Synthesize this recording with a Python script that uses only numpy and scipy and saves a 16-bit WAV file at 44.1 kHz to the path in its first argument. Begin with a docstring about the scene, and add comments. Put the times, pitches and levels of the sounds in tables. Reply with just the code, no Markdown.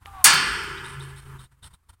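"""Stone on a chain-link fence

A flicked stone whirs across a lawn and hits the fence close by. The wire mesh clashes and rings,
the frame hums, and loose links chatter and squeak as the fence sways. A faint low drone lies under it.
The hit clips, and an expander shuts on the quiet end."""
import sys
import numpy as np
from scipy import signal
from scipy.fft import rfft, irfft
from scipy.io import wavfile
from scipy.ndimage import uniform_filter1d

SR = 44100
rng = np.random.default_rng(int(sys.argv[2]) if len(sys.argv) > 2 else 0)


def wrap_up_sound(samples):
    """Save the sound to the file named by the first command line argument, as 16-bit audio."""
    columns = np.atleast_2d(samples).T
    # keep every value between -1 and 1, then stretch to whole-number steps
    tamed = np.clip(columns, -1, 1)
    steps = np.round(tamed * 32767).astype(np.int16)
    wavfile.write(sys.argv[1], SR, steps)


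N = 88200
HIT_S = 0.24204

# bright attack of the mesh: f/Hz, relative spectral level/dB, t60/s
CLASH_SPECTRUM = [(200, -16.5, 1), (620, -16, .6), (820, -4, .5), (1606, -5, 0.89), (2960, -8.5, 0.7),
                  (3550, -3, .4), (3940, -14.5, 0.63), (4700, -7, 0.42), (5940, -4.5, .4), (6500, -5, 0.35),
                  (7500, -3.5, 0.2), (8600, 5, .22), (9960, -0.5, 0.16), (12040, -5, 0.043),
                  (15500, -10.5, 0.18)]
# long, darker tail of the mesh: f/Hz, relative spectral level/dB, t60/s
RING_SPECTRUM = [(151.9, -10, 2.2), (302.6, -14, 1.6), (500, -22.5, 1.6), (680, -22, 1.4), (910, -6, 1.86),
                 (1432, 1.5, 1.7), (1860, -4.5, 1.72), (2920, -4, 1.44), (3600, -9, 1.65),
                 (3920, -15, 0.98), (4350, -5.5, 1.3), (5360, -9.5, 1.1), (5540, -8.5, 1.2),
                 (5940, -18, 1.2), (7700, -22, 1.3), (8500, -17, 1.6), (9300, -18.5, .95),
                 (11000, -27, 1.3), (15500, -37, 1.2)]
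# wire modes that sing out: f/Hz, relative level/dB, t60/s
WIRE_MODES = [(1361, -33, 1.7), (1442, -26, 1.6), (1491, -33, 1.8), (1574, -31, 1.8), (1653, -21, .4),
              (2424, -28, .75), (2766, -28, .8), (2790, -29, 1), (3092, -25, .75), (4362, -26, .65),
              (4446, -27, .7), (4582, -27, .6), (4854, -21, .45), (6777, -23, .3), (8405, -25, .45),
              (9122, -21, .3)]
# shimmering bunches of close modes: f/Hz, width/Hz, level/dB, t60/s, rise/s
MODE_BUNCHES = [(4496, 500, -15, 0.56, .06), (8360, 330, -28, 0.93, .015)]
# sharp after-ticks of the mesh: t/s, level/dB
AFTER_TICKS = [(.332, -27), (0.342, -32), (.402, -44), (.528, -50), (0.633, -49)]


def fence_hit():
    """Stone cracks on wire; the mesh clashes, rings on and ticks a few times."""
    crack = undb(-5.5) * band(10500, 6000) * fade(HIT_S, t60=0.032)
    # low waves spread slowly through the wire, so the lows bloom late
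    clash = undb(-3.5) * mesh(CLASH_SPECTRUM, rise_at=lambda hz: 0.016 * (1000 / hz) ** 1.1)
    ring = undb(-17.5) * mesh(RING_SPECTRUM, rise_at=lambda hz: 0.012)
    wires = sum(undb(db) * tone(hz * wobble(.0007, 25)) * fade(HIT_S, t60, rise=0.0027)
                for hz, db, t60 in WIRE_MODES)
    bunches = sum(undb(db) * band(hz, width) * fade(HIT_S, t60, rise)
                  for hz, width, db, t60, rise in MODE_BUNCHES)
    ticks = band(9750, 6300) * sum(undb(db) * fade(at, t60=0.075) for at, db in AFTER_TICKS)
    return crack + clash + ring + undb(-3) * wires + bunches + ticks


def mesh(table, rise_at, spacing_hz=14, scatter_db=4.5):
    """Countless close wire modes of uneven strength, each third of an octave dying at its own rate."""
    table_hz, _, table_t60 = np.array(table).T
    mode_hz = np.arange(0, SR / 2, spacing_hz)
    strength = undb(scatter_db * np.interp(bins(), mode_hz, rng.standard_normal(len(mode_hz))))
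    modes = unit(irfft(rfft(coloured(table)) * strength, N))
    spectrum = rfft(modes)
    thirds = 3 * np.log2(bins() / 125)
    out = 0
    for k in range(23):
        hz = 125 * 2 ** (k / 3)
        layer = irfft(spectrum * np.maximum(1 - abs(thirds - k), 0), N)
        t60 = np.interp(np.log(hz), np.log(table_hz), table_t60)
        out += layer * fade(HIT_S, t60, rise_at(hz))
    return out


# arc of the fly-by: t/s, spin f/Hz, level/dB
FLIGHT_PATH = [(0.054, 405, -66), (0.076, 404, -45.5), (.11, 398.4, -54), (.15, 386, -46),
               (0.192, 377, -44.5), (.215, 372, -42), (.236, 345.2, -52.5)]
# partials of the whir: multiple of the spin, relative level/dB
WHIR_PARTIALS = [(2, -1), (3, -0.5), (4, -22.5)]
# colour of the whoosh: f/Hz, relative spectral level/dB
WAKE_SPECTRUM = [(500, -24), (900, -0.5), (1300, -3), (2000, -13.5), (3800, -20), (5000, -32.5),
                 (16000, -41.5)]
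# finger snap at the release: t/s, f/Hz, width/Hz, level/dB, t60/s
FINGER_SNAP = [(0.0584, 1700, 880, -31.5, 0.012), (0.061, 3650, 400, -51, 0.027),
               (.0665, 11000, 5000, -50.5, .02)]


def flicked_stone():
    """An arm swings, fingers snap, and the spinning stone chops the air, falling in pitch until it hits."""
    t = clock()
    times, spin_hz, level_db = np.array(FLIGHT_PATH).T
    spin = np.interp(t, times, spin_hz) * wobble(.008, 150)
    whir = sum(undb(db) * tone(k * spin) * wobble(.35, 90) for k, db in WHIR_PARTIALS)
    wake = undb(-3.5) * coloured(WAKE_SPECTRUM)
    airborne = (t > times[0]) * (t < HIT_S)
    flight = (whir + wake) * undb(np.interp(t, times, level_db)) * airborne
    swing = undb(-52.5) * coloured(WAKE_SPECTRUM) * swell(0.038, 0.03)
    snap = sum(undb(db) * band(hz, width) * fade(at, t60) for at, hz, width, db, t60 in FINGER_SNAP)
    return swing + flight + snap


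# link resonances, the three dull ones first: f/Hz, width/Hz, relative level/dB
LINK_RESONANCES = [(943, 100, -4.5), (1373, 290, -4.5), (1894, 100, -9.5), (3174, 260, -4.5),
                   (3615, 286, -2), (4061, 330, -6.5), (5230, 270, -11), (8610, 310, 0.5),
                   (9570, 1000, -1.5), (11930, 4650, -20)]
# chatter cues: t/s, hold/s, relative level/dB, extra level of the dull resonances/dB
CHATTER_BURSTS = [(0.836, 0.029, -45.5, 8.5), (0.88, 0.06, -47.5, 3.5), (0.993, 0.059, -47.5, 3),
                  (1.08, 0.028, -54.5, 10.5), (1.158, 0.044, -50.5, -2), (1.214, 0.072, -60, 0),
                  (1.388, 0.04, -53, -10), (1.43, 0.026, -58, -2), (1.512, 0.025, -61, 11.5),
                  (1.586, 0.0068, -61, 14.5), (1.627, 0.022, -46.5, -4.5), (1.66, 0.017, -53.5, 6),
                  (1.704, 0.017, -59.5, 7), (1.735, 0.0063, -52, -6.5), (1.887, .016, -53, 3),
                  (1.928, .008, -58, 5.5)]


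def link_chatter(contacts_per_s=1500, attack_s=0.0046, release_s=0.019):
    """Bursts of tiny contacts ring the loose links."""
    t = clock()
    contacts = (rng.random(N) < contacts_per_s / SR) * rng.choice([-1, 1], N)
    contacts = contacts * undb(2 * rng.standard_normal(N))
    rings = [undb(db) * unit(resonate(contacts, hz, width)) for hz, width, db in LINK_RESONANCES]
    dull, bright = sum(rings[:3]), sum(rings[3:])
    out = 0
    for at, hold, db, dull_db in CHATTER_BURSTS:
        attack = np.clip((t - at) / attack_s, 0, 1)
        release = np.exp(-np.maximum(t - at - hold, 0) / release_s)
        out += .5 * undb(db) * attack * release * (bright + undb(dull_db) * dull)
    return out


# squeak cues: t/s, level/dB
WIRE_SLIPS = [(.768, -47), (.842, -47), (0.999, -47.5), (1.088, -58.5), (1.163, -60), (1.383, -54),
              (1.444, -57.5), (1.622, -50.5), (1.729, -59)]


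def link_squeaks(start_hz=3560, glide_hz_per_s=13000, slip_s=0.011):
    """Wire slips on wire in short, rough, rising squeaks."""
    out = 0
    for at, db in WIRE_SLIPS:
        age = np.clip(clock() - at, 0, 10 * slip_s)
        hz = (start_hz + glide_hz_per_s * age) * wobble(.028, 700)
        envelope = np.sqrt(age / slip_s) * np.exp(-(age / slip_s) ** 2 / 4)
        out += undb(db) * tone(hz) * wobble(0.67, 500) * envelope
    return out


# swells of the frame hum: t/s, low mode level/dB, upper mode level/dB
HUM_LEVELS = [(.25, -64, -65), (.32, -56, -48), (.5, -58, -44), (.62, -66, -44.5), (.72, -50, -44),
              (.9, -47, -51.5), (.99, -37.5, -53), (1.03, -37, -47), (1.15, -46.5, -60), (1.239, -46, -61),
              (1.32, -40, -58), (1.439, -49, -69), (1.65, -53.5, -73), (2, -74, -79)]
# sways that shake the mesh again: t/s, half length/s, level/dB
SWAY_SWELLS = [(1.27, 0.034, -54.5), (1.348, 0.047, -49.5), (1.429, 0.024, -56)]
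# colour of the shaken mesh: f/Hz, relative spectral level/dB
SWAY_SPECTRUM = [(200, -0.5), (620, -35), (900, -1), (1400, -3.5), (1800, -13.5), (3000, -20.5),
                 (5000, -49), (15000, -44)]


def swaying_frame(low_hz=135, upper_hz=383.4, thud_hz=51.8):
    """Posts and rail hum in slow swells and shake the mesh, with one soft low thud."""
    t = clock()
    times, low_db, upper_db = np.array(HUM_LEVELS).T
    low = undb(np.interp(t, times, low_db)) * tone(low_hz * wobble(.012, 19)) * wobble(.15, 36)
    upper = undb(np.interp(t, times, upper_db)) * band(upper_hz, width=41)
    thud = undb(-41.5) * tone(thud_hz) * swell(0.506, 0.038)
    sways = sum(undb(db) * swell(at, half_length) for at, half_length, db in SWAY_SWELLS)
    return (low + upper) * (t > HIT_S) + thud + coloured(SWAY_SPECTRUM) * sways


# distant drone: f/Hz, level/dB
DRONE_TONES = [(55, -52), (82, -52)]
# bed of outdoor air: f/Hz, relative spectral level/dB
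AIR_SPECTRUM = [(25, -3), (55, 1), (110, -3), (200, -14.5), (600, -26), (1100, -15.5), (2500, -26.5),
                (6000, -33), (9000, -27), (15500, -34)]


def outdoors():
    """Soft air and a wavering distant drone."""
    drone = sum(undb(db) * tone(hz * wobble(.015, 8)) * wobble(0.16, 18) for hz, db in DRONE_TONES)
    return drone + undb(-51) * coloured(AIR_SPECTRUM)


def undb(db):
    """Decibels to gain."""
    return 10 ** (np.asarray(db) / 20)


def clock():
    """Time of every sample."""
    return np.arange(N) / SR


def unit(x):
    """Scale to rms 1."""
    return x / np.sqrt(np.mean(x ** 2) + 1e-30)


def bins():
    """Frequency of every spectral bin, at least 1 Hz."""
    return np.maximum(np.arange(N // 2 + 1) * SR / N, 1)


def coloured(points):
    """Noise of rms 1, shaped by an EQ curve of f/Hz, level/dB points."""
    hz, db = np.array(points).T[:2]
    curve = undb(np.interp(np.log(bins()), np.log(hz), db))
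    return unit(irfft(rfft(rng.standard_normal(N)) * curve, N))


def resonate(x, hz, width):
    """A steep causal resonance."""
    detuning = (bins() / hz - hz / bins()) * hz / (width * np.pi / 2)
    return irfft(rfft(x) / (1 + 1j * detuning) ** 2, N)


def band(hz, width):
    """Noise of rms 1 in one resonance."""
    return unit(resonate(rng.standard_normal(N), hz, width))


def wobble(depth, rate):
    """A factor drifting around 1 by an rms depth, with `rate` random turns a second."""
    hold = int(SR / rate)
    steps = np.repeat(rng.standard_normal(N // hold + 1), hold)
    return 1 + depth * unit(uniform_filter1d(steps, hold)[:N])


def fade(start, t60, rise=1e-4):
    """Quick rise and exponential decay."""
    age = np.maximum(clock() - start, 0)
    return (1 - np.exp(-age / rise)) * np.exp(-np.log(1000) * age / t60)


def swell(at, half_length):
    """A smooth rise and fall around one moment."""
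    return np.exp(-((clock() - at) / half_length) ** 2)


def tone(hz):
    """A sine of rms 1 on a steady or moving pitch."""
    return np.sqrt(2) * np.sin(2 * np.pi * (np.cumsum(hz * np.ones(N)) / SR + rng.random()))


def scene():
    """Mono mix of the throw, the fence and the outdoor bed."""
    mix = flicked_stone() + fence_hit() + link_chatter() + link_squeaks() + swaying_frame() + outdoors()
    return mix[None]


def record(dry):
    """An expander keyed above the bass turns quiet moments down; peaks clip; the top is cut."""
    threshold_db, range_db, cut_per_db, window_s = -50.5, 24.5, 3.2, .018
    key = signal.sosfilt(signal.butter(2, 600, "high", fs=SR, output="sos"), dry[0])
    key_power = uniform_filter1d(key ** 2, int(window_s * SR))
    key_db = 10 * np.log10(np.maximum(key_power, 1e-12))
    gain_db = np.clip((key_db - threshold_db) * cut_per_db, -range_db, 0)
    clipped = np.clip(dry * undb(uniform_filter1d(gain_db, size=300)), -1, 1)
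    return signal.sosfilt(signal.ellip(10, .2, 85, 15800, fs=SR, output="sos"), clipped)


dry = scene()
out = record(dry)
wrap_up_sound(out)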